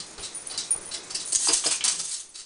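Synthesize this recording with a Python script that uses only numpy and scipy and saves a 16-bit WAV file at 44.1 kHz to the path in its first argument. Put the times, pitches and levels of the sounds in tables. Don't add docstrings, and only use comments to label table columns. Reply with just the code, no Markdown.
import sys
import numpy as np
from scipy import signal
from scipy.fft import rfft, irfft, next_fast_len
from scipy.io import wavfile

SR = 44100
rng = np.random.default_rng(int(sys.argv[2]) if len(sys.argv) > 2 else 0)


def store_pcm(level_fs):
    pcm = np.round(np.clip(level_fs, -1, 1) * 32767).astype(np.int16)
    wavfile.write(sys.argv[1], SR, np.atleast_2d(pcm).T)


N = 108045
TIME = np.arange(N) / SR
CUTOFF_HZ = 10100


def from_db(db):
    return 10 ** (np.asarray(db) / 20)


def rms_one(x):
    return x / np.sqrt(np.mean(x ** 2) + 1e-20)


def at_hz(points, hz):
    table_hz, values = np.array(points).T
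    return np.interp(np.log(hz), np.log(table_hz), values)


def level(points):
    return from_db(np.interp(TIME, *np.transpose(points)))


def add(out, s, sound):
    i = max(int(s * SR), 0)
    out[i:i + len(sound)] += sound[:N - i]


def sine(hz, t):
    return np.sin(2 * np.pi * (hz * t + rng.random()))


def colour(x, points, tilt_db=0, ring_hz=5000, ring_db=0, ring_width_hz=220):
    size = 2 * next_fast_len(len(x))
    half = size // 2
    hz = np.arange(half + 1) * SR / size + 1e-3
    tilt = tilt_db * np.log2(np.clip(hz / ring_hz, .1, 2))
    ring = ring_db / (1 + ((hz - ring_hz) / ring_width_hz) ** 2)
    top_cut = np.sqrt(1 + (hz / CUTOFF_HZ / 1.1) ** 20)
    gain = rms_one(from_db(at_hz(points, hz) + tilt + ring) / top_cut)
    cepstrum = irfft(np.log(gain + 1e-6))
    cepstrum[1:half] *= 2
    cepstrum[half + 1:] = 0
    return irfft(rfft(x, size) * np.exp(rfft(cepstrum)))[:len(x)]


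SLIP_SPREAD_DB = 3


def slips(per_s, count, chatter_db, chatter_s):
    sizes = from_db(SLIP_SPREAD_DB * np.minimum(rng.exponential(1, count), 3.5))
    knots = count // 40
    grip_time = np.arange(count) / SR / max(chatter_s, .001)
    grip = np.interp(grip_time, np.arange(knots), rng.uniform(-1, 1, knots))
    happens = rng.random(count) < per_s / SR
    return rms_one(happens * sizes * from_db(chatter_db * grip) * rng.choice([-1, 1], count))


SLIPS_PER_S, DRAG_FADE_DB = 4500, 11.5
CHATTER_DB, CHATTER_S = 7, 0.0063


def drag(attack_s, length_s, size=8192):
    t = np.arange(size) / SR
    length_s = max(length_s, .003)
    run = slips(SLIPS_PER_S, size, CHATTER_DB, CHATTER_S)
    run = run * (1 - np.exp(-t / max(attack_s, 1e-4)))
    fade = from_db(-DRAG_FADE_DB * (t / length_s) ** 2)
    break_off = 1 + (t / length_s) ** 10
    return rms_one(run * fade / break_off) * np.sqrt(length_s * SR / size)


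def scrapes(rows, spectrum, ring_width_hz):
    out = np.zeros(N)
    for s, db, attack_s, length_s, tilt_db, ring_hz, ring_db in rows:
        contact = drag(attack_s, length_s)
        add(out, s, from_db(db) * colour(contact, spectrum, tilt_db, ring_hz, ring_db, ring_width_hz))
    return out


def rubs(rows, spectrum, attack_s):
    out = np.zeros(N)
    for s, db, length_s in rows:
        add(out, s, from_db(db) * drag(attack_s, length_s))
    return colour(out, spectrum)


# f/Hz, t60/s
ROOM_DECAY = [(200, 0.28), (1000, 0.18), (4000, 0.34), (9000, 0.13)]


def room(x, size=26000):
    t, tail = np.arange(size) / SR, 0
    edges = np.geomspace(80, 12000, 9)
    for low, high in zip(edges, edges[1:]):
        band_pass = signal.butter(2, [low, high], "band", fs=SR, output="sos")
        band = signal.sosfilt(band_pass, rng.standard_normal(size))
        tail = tail + band * from_db(-60 * t / at_hz(ROOM_DECAY, np.sqrt(low * high)))
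    return signal.fftconvolve(x, rms_one(tail) / np.sqrt(size))[:N]


# t/s, level/dB
ROOM_TONE_LEVEL = [(0, -47.5), (0.4, -47), (0.8, -46), (1.25, -46), (1.38, -50.5), (1.6, -48.5),
                   (2.0, -47.5), (2.12, -58), (2.3, -59), (2.45, -60.5)]
# f/Hz, level/dB
ROOM_TONE_COLOUR = [(25, -0.5), (60, -9.5), (110, -4.5), (170, 0), (250, -2.5), (355, 4.5), (520, -1),
                    (1000, -2), (1750, -5), (2100, -5.5), (2300, -6.5), (2530, -5.5), (2800, -10.5),
                    (6000, -5.5), (10000, -13.5)]


def room_tone():
    return level(ROOM_TONE_LEVEL) * colour(rng.standard_normal(N), ROOM_TONE_COLOUR)


FLOOR_RUMBLE_DB = -68.5
# f/Hz, level/dB
LOW_COLOUR = [(15, -1.5), (32, -7.5), (70, -12), (150, -22.5), (500, -48)]


def floor_rumble():
    return from_db(FLOOR_RUMBLE_DB) * colour(rng.standard_normal(N), LOW_COLOUR)


# t/s, level/dB, length/s
WEIGHT_SHIFTS = [(0.175, -55, 0.071), (0.74, -52.5, 0.085), (1.35, -50, 0.025), (1.52, -53.5, .045)]


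def weight_shifts():
    return rubs(WEIGHT_SHIFTS, LOW_COLOUR, attack_s=.004)


# t/s, level/dB, f/Hz, t60/s
LINGERING_TONES = [(0.222, -38, 3820, 0.23), (0.661, -56, 2436, 0.81), (0.991, -54, 2536, 0.68),
                   (1.04, -56, 2220, 0.67), (2.345, -48, 3880, 0.31)]


def rings(swell_s=0.0029):
    out, t = np.zeros(N), TIME[:SR]
    for s, db, hz, t60 in LINGERING_TONES:
        envelope = from_db(db - 60 * t / t60) * (1 - np.exp(-t / swell_s))
        add(out, s, envelope * np.sin(2 * np.pi * hz * t))
    return out


# t/s, level/dB, length/s, main resonance f/Hz, higher modes' level/dB, puff level/dB (both relative)
BODY_BUMPS = [(0.001, -44, 0.011, 175, -3, -17), (0.18, -44.5, 0.1, 392.6, -11, -5.5),
              (0.575, -46.5, 0.012, 160, -4.5, -2), (0.744, -48.5, 0.084, 375, -7, -1.5),
              (0.878, -49.5, 0.017, 407, 4.5, -12), (1.143, -48.5, 0.017, 162, -2.5, -5),
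              (1.325, -48, 0.011, 328, -3, 4), (1.485, -27, 0.048, 325, -1, -15.5),
              (1.525, -39.5, 0.024, 349, -16, -16), (1.658, -27.5, 0.018, 479.5, 0.5, -9),
              (1.704, -54, 0.022, 234, 1, 6), (1.845, -46, 0.076, 218, 1, -18),
              (1.97, -48.5, 0.14, 165, -4, -22)]
# multiple of the main resonance, level/dB, t60/s
BOARD_MODES = [(1, -3, 0.056), (1.18, -16.5, 0.036), (1.42, -8, 0.063), (2.08, -14, 0.064)]
# f/Hz, level/dB
PUFF_COLOUR = [(40, -25), (120, -2), (230, -5.5), (330, 8.5), (700, -1.5), (1200, -19), (3000, -19.5)]


def bumps(swell_s=0.0016, size=16000):
    out, t = np.zeros(N), np.arange(size) / SR
    for s, db, length_s, main_hz, higher_db, _ in BODY_BUMPS:
        after_press = np.maximum(t - length_s / 2, 0)
        for k, (multiple, mode_db, t60) in enumerate(BOARD_MODES):
            envelope = (1 - np.exp(-t / swell_s)) * from_db(-60 * after_press / t60)
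            gain = from_db(db + mode_db + higher_db * (k > 0))
            add(out, s, gain * envelope * sine(main_hz * multiple, t))
    puffs = [(s, db + puff_db, length_s) for s, db, length_s, _, _, puff_db in BODY_BUMPS]
    return out + rubs(puffs, PUFF_COLOUR, attack_s=0.0042)


# t/s, level/dB, attack/s, length/s, brightness/dB per octave, ring f/Hz, ring level/dB
PAD_SCUFFS = [(0.18, -47, .002, 0.045, -11.5, 590, 3), (0.74, -50.5, 0.0044, 0.064, -11, 1410, 9),
              (0.872, -50.5, 0.0024, 0.022, -10.5, 690, 12), (1.471, -31.5, 0.00014, 0.0067, -5, 1210, 5),
              (1.478, -35.5, 0.0022, 0.061, -4, 1180, 3.5),
              (1.638, -28.5, 0.0002, 0.0053, -1.5, 1140, 15.5), (1.643, -36, 0.002, 0.014, 1, 1150, 0),
              (1.657, -38, 0.0017, 0.044, -2, 600, 13), (1.704, -37.5, .003, 0.053, 1.5, 2450, 9),
              (1.807, -35, 0.00055, 0.026, 3.5, 2320, 5), (1.841, -38.5, 0.0021, 0.11, 0, 2260, -3)]
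# f/Hz, level/dB
PAD_COLOUR = [(150, -29.5), (500, -18.5), (800, 3.5), (1150, 4.5), (1450, 3), (1800, -1.5), (2400, 5.5),
              (3200, 7), (6000, -12)]


def scuffs():
    return scrapes(PAD_SCUFFS, PAD_COLOUR, ring_width_hz=114)


# t/s, ceiling level/dB
TAG_STRIKES = [(0.3466, -26.5), (0.364, -29.5), (0.706, -16), (0.7133, -11.5), (0.735, -16.5), (0.748, -43),
               (0.76, -25), (0.765, -56), (0.772, -27.5), (0.788, -60)]
# f/Hz, level/dB, t60/s
METAL_MODES = [(2379, -36, .4), (5577, -29, .22), (6487, -32, .35), (9098, -21, .08), (9383, -20, .08),
               (9518, 0, .16), (9706, -22, .08), (9916, -22, .08)]


def tag_hits(uneven_db=2, size=16000):
    out, t = np.zeros(N), np.arange(size) / SR
    next_strikes = TAG_STRIKES[1:] + [(N / SR, 0)]
    for (s, db), (next_s, _) in zip(TAG_STRIKES, next_strikes):
        free = np.clip((next_s - s - t) / .001 + 1, 0, 1) * np.minimum(t / .001, 1)
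        for hz, mode_db, t60 in METAL_MODES:
            weaker_db = uneven_db * (2 * rng.random() - 2)
            strength = from_db(db + mode_db + weaker_db - 60 * t / t60)
            add(out, s, free * strength * sine(hz, t))
    return out


# t/s, level/dB, length/s
RATTLES = [(0.192, -44.5, 0.07), (0.35, -38.5, 0.067), (0.405, -42, 0.036), (0.4655, -39, 0.045),
           (0.5, -43.5, 0.066), (0.706, -27, 0.025), (0.808, -42.5, 0.038), (0.845, -43, 0.16),
           (1.25, -37.5, 0.049), (1.28, -37.5, 0.05), (2.288, -49, 0.024)]
# f/Hz, level/dB
RATTLE_COLOUR = [(5000, -47), (8600, -34.5), (9200, -18.5), (9520, -2.5), (9750, -7), (10100, -25.5)]


def tag_rattles():
    return rubs(RATTLES, RATTLE_COLOUR, attack_s=0.0013)


SKID_SLIPS_PER_S = 5000
SKID_CHATTER_DB, SKID_CHATTER_S = 8.5, 0.011
SKID_HANDOVER_S, SKID_PITCH_SPREAD = 0.01, 0.06
# t/s, level/dB
SKID_LEVEL = [(1.24, -50), (1.325, -30.5), (1.36, -48), (1.378, -58), (1.39, -29.5), (1.44, -29.5),
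              (1.55, -24.5), (1.558, -24), (1.585, -34), (1.62, -28), (1.7, -33.5), (1.76, -28),
              (1.82, -76), (1.92, -36.5), (2.04, -37), (2.08, -35.5), (2.15, -33.5), (2.2, -41),
              (2.25, -57)]
# f/Hz, level/dB
SKID_SPECTRUM = [(200, -41.5), (1000, -21), (2500, -22), (3500, -11.5), (4600, -11.5), (5600, -11.5),
                 (6600, 0), (7400, -11.5), (8400, 3), (9000, -2), (10000, -6)]


def skid(count=4):
    stream = level(SKID_LEVEL) * slips(SKID_SLIPS_PER_S, N, SKID_CHATTER_DB, SKID_CHATTER_S)
    handovers = rng.random(N) < 1 / (SKID_HANDOVER_S * SR)
    bearing = np.cumsum(handovers) % count
    pitches = 1 + SKID_PITCH_SPREAD * rng.permutation(np.linspace(-1, 1, count))
    out = np.zeros(N)
    for k, pitch in enumerate(pitches):
        spectrum = [(hz * pitch, db) for hz, db in SKID_SPECTRUM]
        out += colour(stream * (bearing == k), spectrum)
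    return out


# t/s, level/dB, attack/s, drag length/s, brightness/dB per octave, ring f/Hz, ring level/dB
CLAW_SCRAPES = [(0.001, -36, 0.00028, 0.0099, -3, 4100, 4.5), (0.1795, -44, 0.0003, 0.011, -7.5, 3980, 3),
                (0.221, -40.5, 0.0038, 0.06, -1.5, 3700, 6.5), (0.494, -43, 0.0083, 0.04, -6, 4200, 7.5),
                (0.535, -42.5, 0.0056, 0.024, -9, 4050, 12.5), (0.5763, -26, .0002, 0.0046, -1, 4460, 4),
                (0.5815, -35.5, 0.0012, 0.032, -0.5, 3820, 8.5),
                (0.909, -38.5, 0.0025, 0.017, -2.5, 4100, 10), (0.938, -32.5, 0.0045, 0.013, -3, 3660, 6),
                (1.096, -39.5, 0.0018, 0.023, -3.5, 4500, -2), (1.145, -31, 0.001, 0.021, -0.5, 5100, 4.5),
                (1.195, -38.5, 0.0047, 0.061, 2, 3700, 11), (1.319, -26.5, 0.0055, 0.036, 4, 8300, 9.5),
                (1.348, -19, 0.001, 0.008, 1, 6570, 14), (1.356, -18.5, 0.00077, 0.012, 3, 6700, 13),
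                (1.383, -33.5, 0.0012, 0.055, 1, 8300, 11), (1.459, -24.5, .002, 0.027, 9.5, 8400, 0),
                (1.482, -22, 0.002, 0.011, -4, 4920, 20), (1.492, -35.5, 0.002, 0.046, -4.5, 4700, 6),
                (1.533, -24.5, 0.0028, 0.014, -0.5, 8600, -0.5), (1.566, -28.5, 0.0024, 0.033, 2, 8300, 5),
                (1.657, -24.5, 0.0053, 0.016, -3.5, 4940, 12.5),
                (1.708, -24.5, 0.0033, 0.026, -0.5, 9200, 8.5), (1.839, -22, .0005, 0.029, 1, 5800, 4.5),
                (1.877, -24.5, 0.0027, 0.057, 1, 6400, 2.5), (1.992, -30.5, 0.016, 0.017, -2, 5400, 8),
                (2.105, -35, 0.0071, 0.079, 3.5, 6750, -18), (2.341, -43, 0.0016, 0.086, -0.5, 3860, 1.5),
                (2.375, -47.5, 0.007, 0.073, -1.5, 4200, 7)]
# f/Hz, level/dB
CLAW_SPECTRUM = [(100, -34.5), (300, -33.5), (700, -22), (1200, -17), (2000, -14.5), (3000, -12),
                 (4500, -3.5), (6500, -3.5), (8300, -1.5), (10000, -5.5)]


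def claws():
    return scrapes(CLAW_SCRAPES, CLAW_SPECTRUM, ring_width_hz=370)


CLOSE_S, ROOM_FADE_DB = 1.2, 7


def scene():
    claw_room_db = 1 - ROOM_FADE_DB * (TIME > CLOSE_S)
    # source, echo send/dB
    sources = [(claws(), claw_room_db), (skid(), -2), (scuffs(), -5.5), (bumps(), -6.5),
               (tag_hits() + tag_rattles(), -28.5)]
    animals = sum(sound + room(from_db(room_db) * sound) for sound, room_db in sources)
    animals = animals + weight_shifts()
    mono = animals + rings() + room_tone() + floor_rumble()
    return np.array([mono, mono])


def record(dry):
    low_pass = signal.ellip(12, .2, 70, CUTOFF_HZ, fs=SR, output="sos")
    return signal.sosfilt(low_pass, dry)


dry = scene()
out = record(dry)
store_pcm(out)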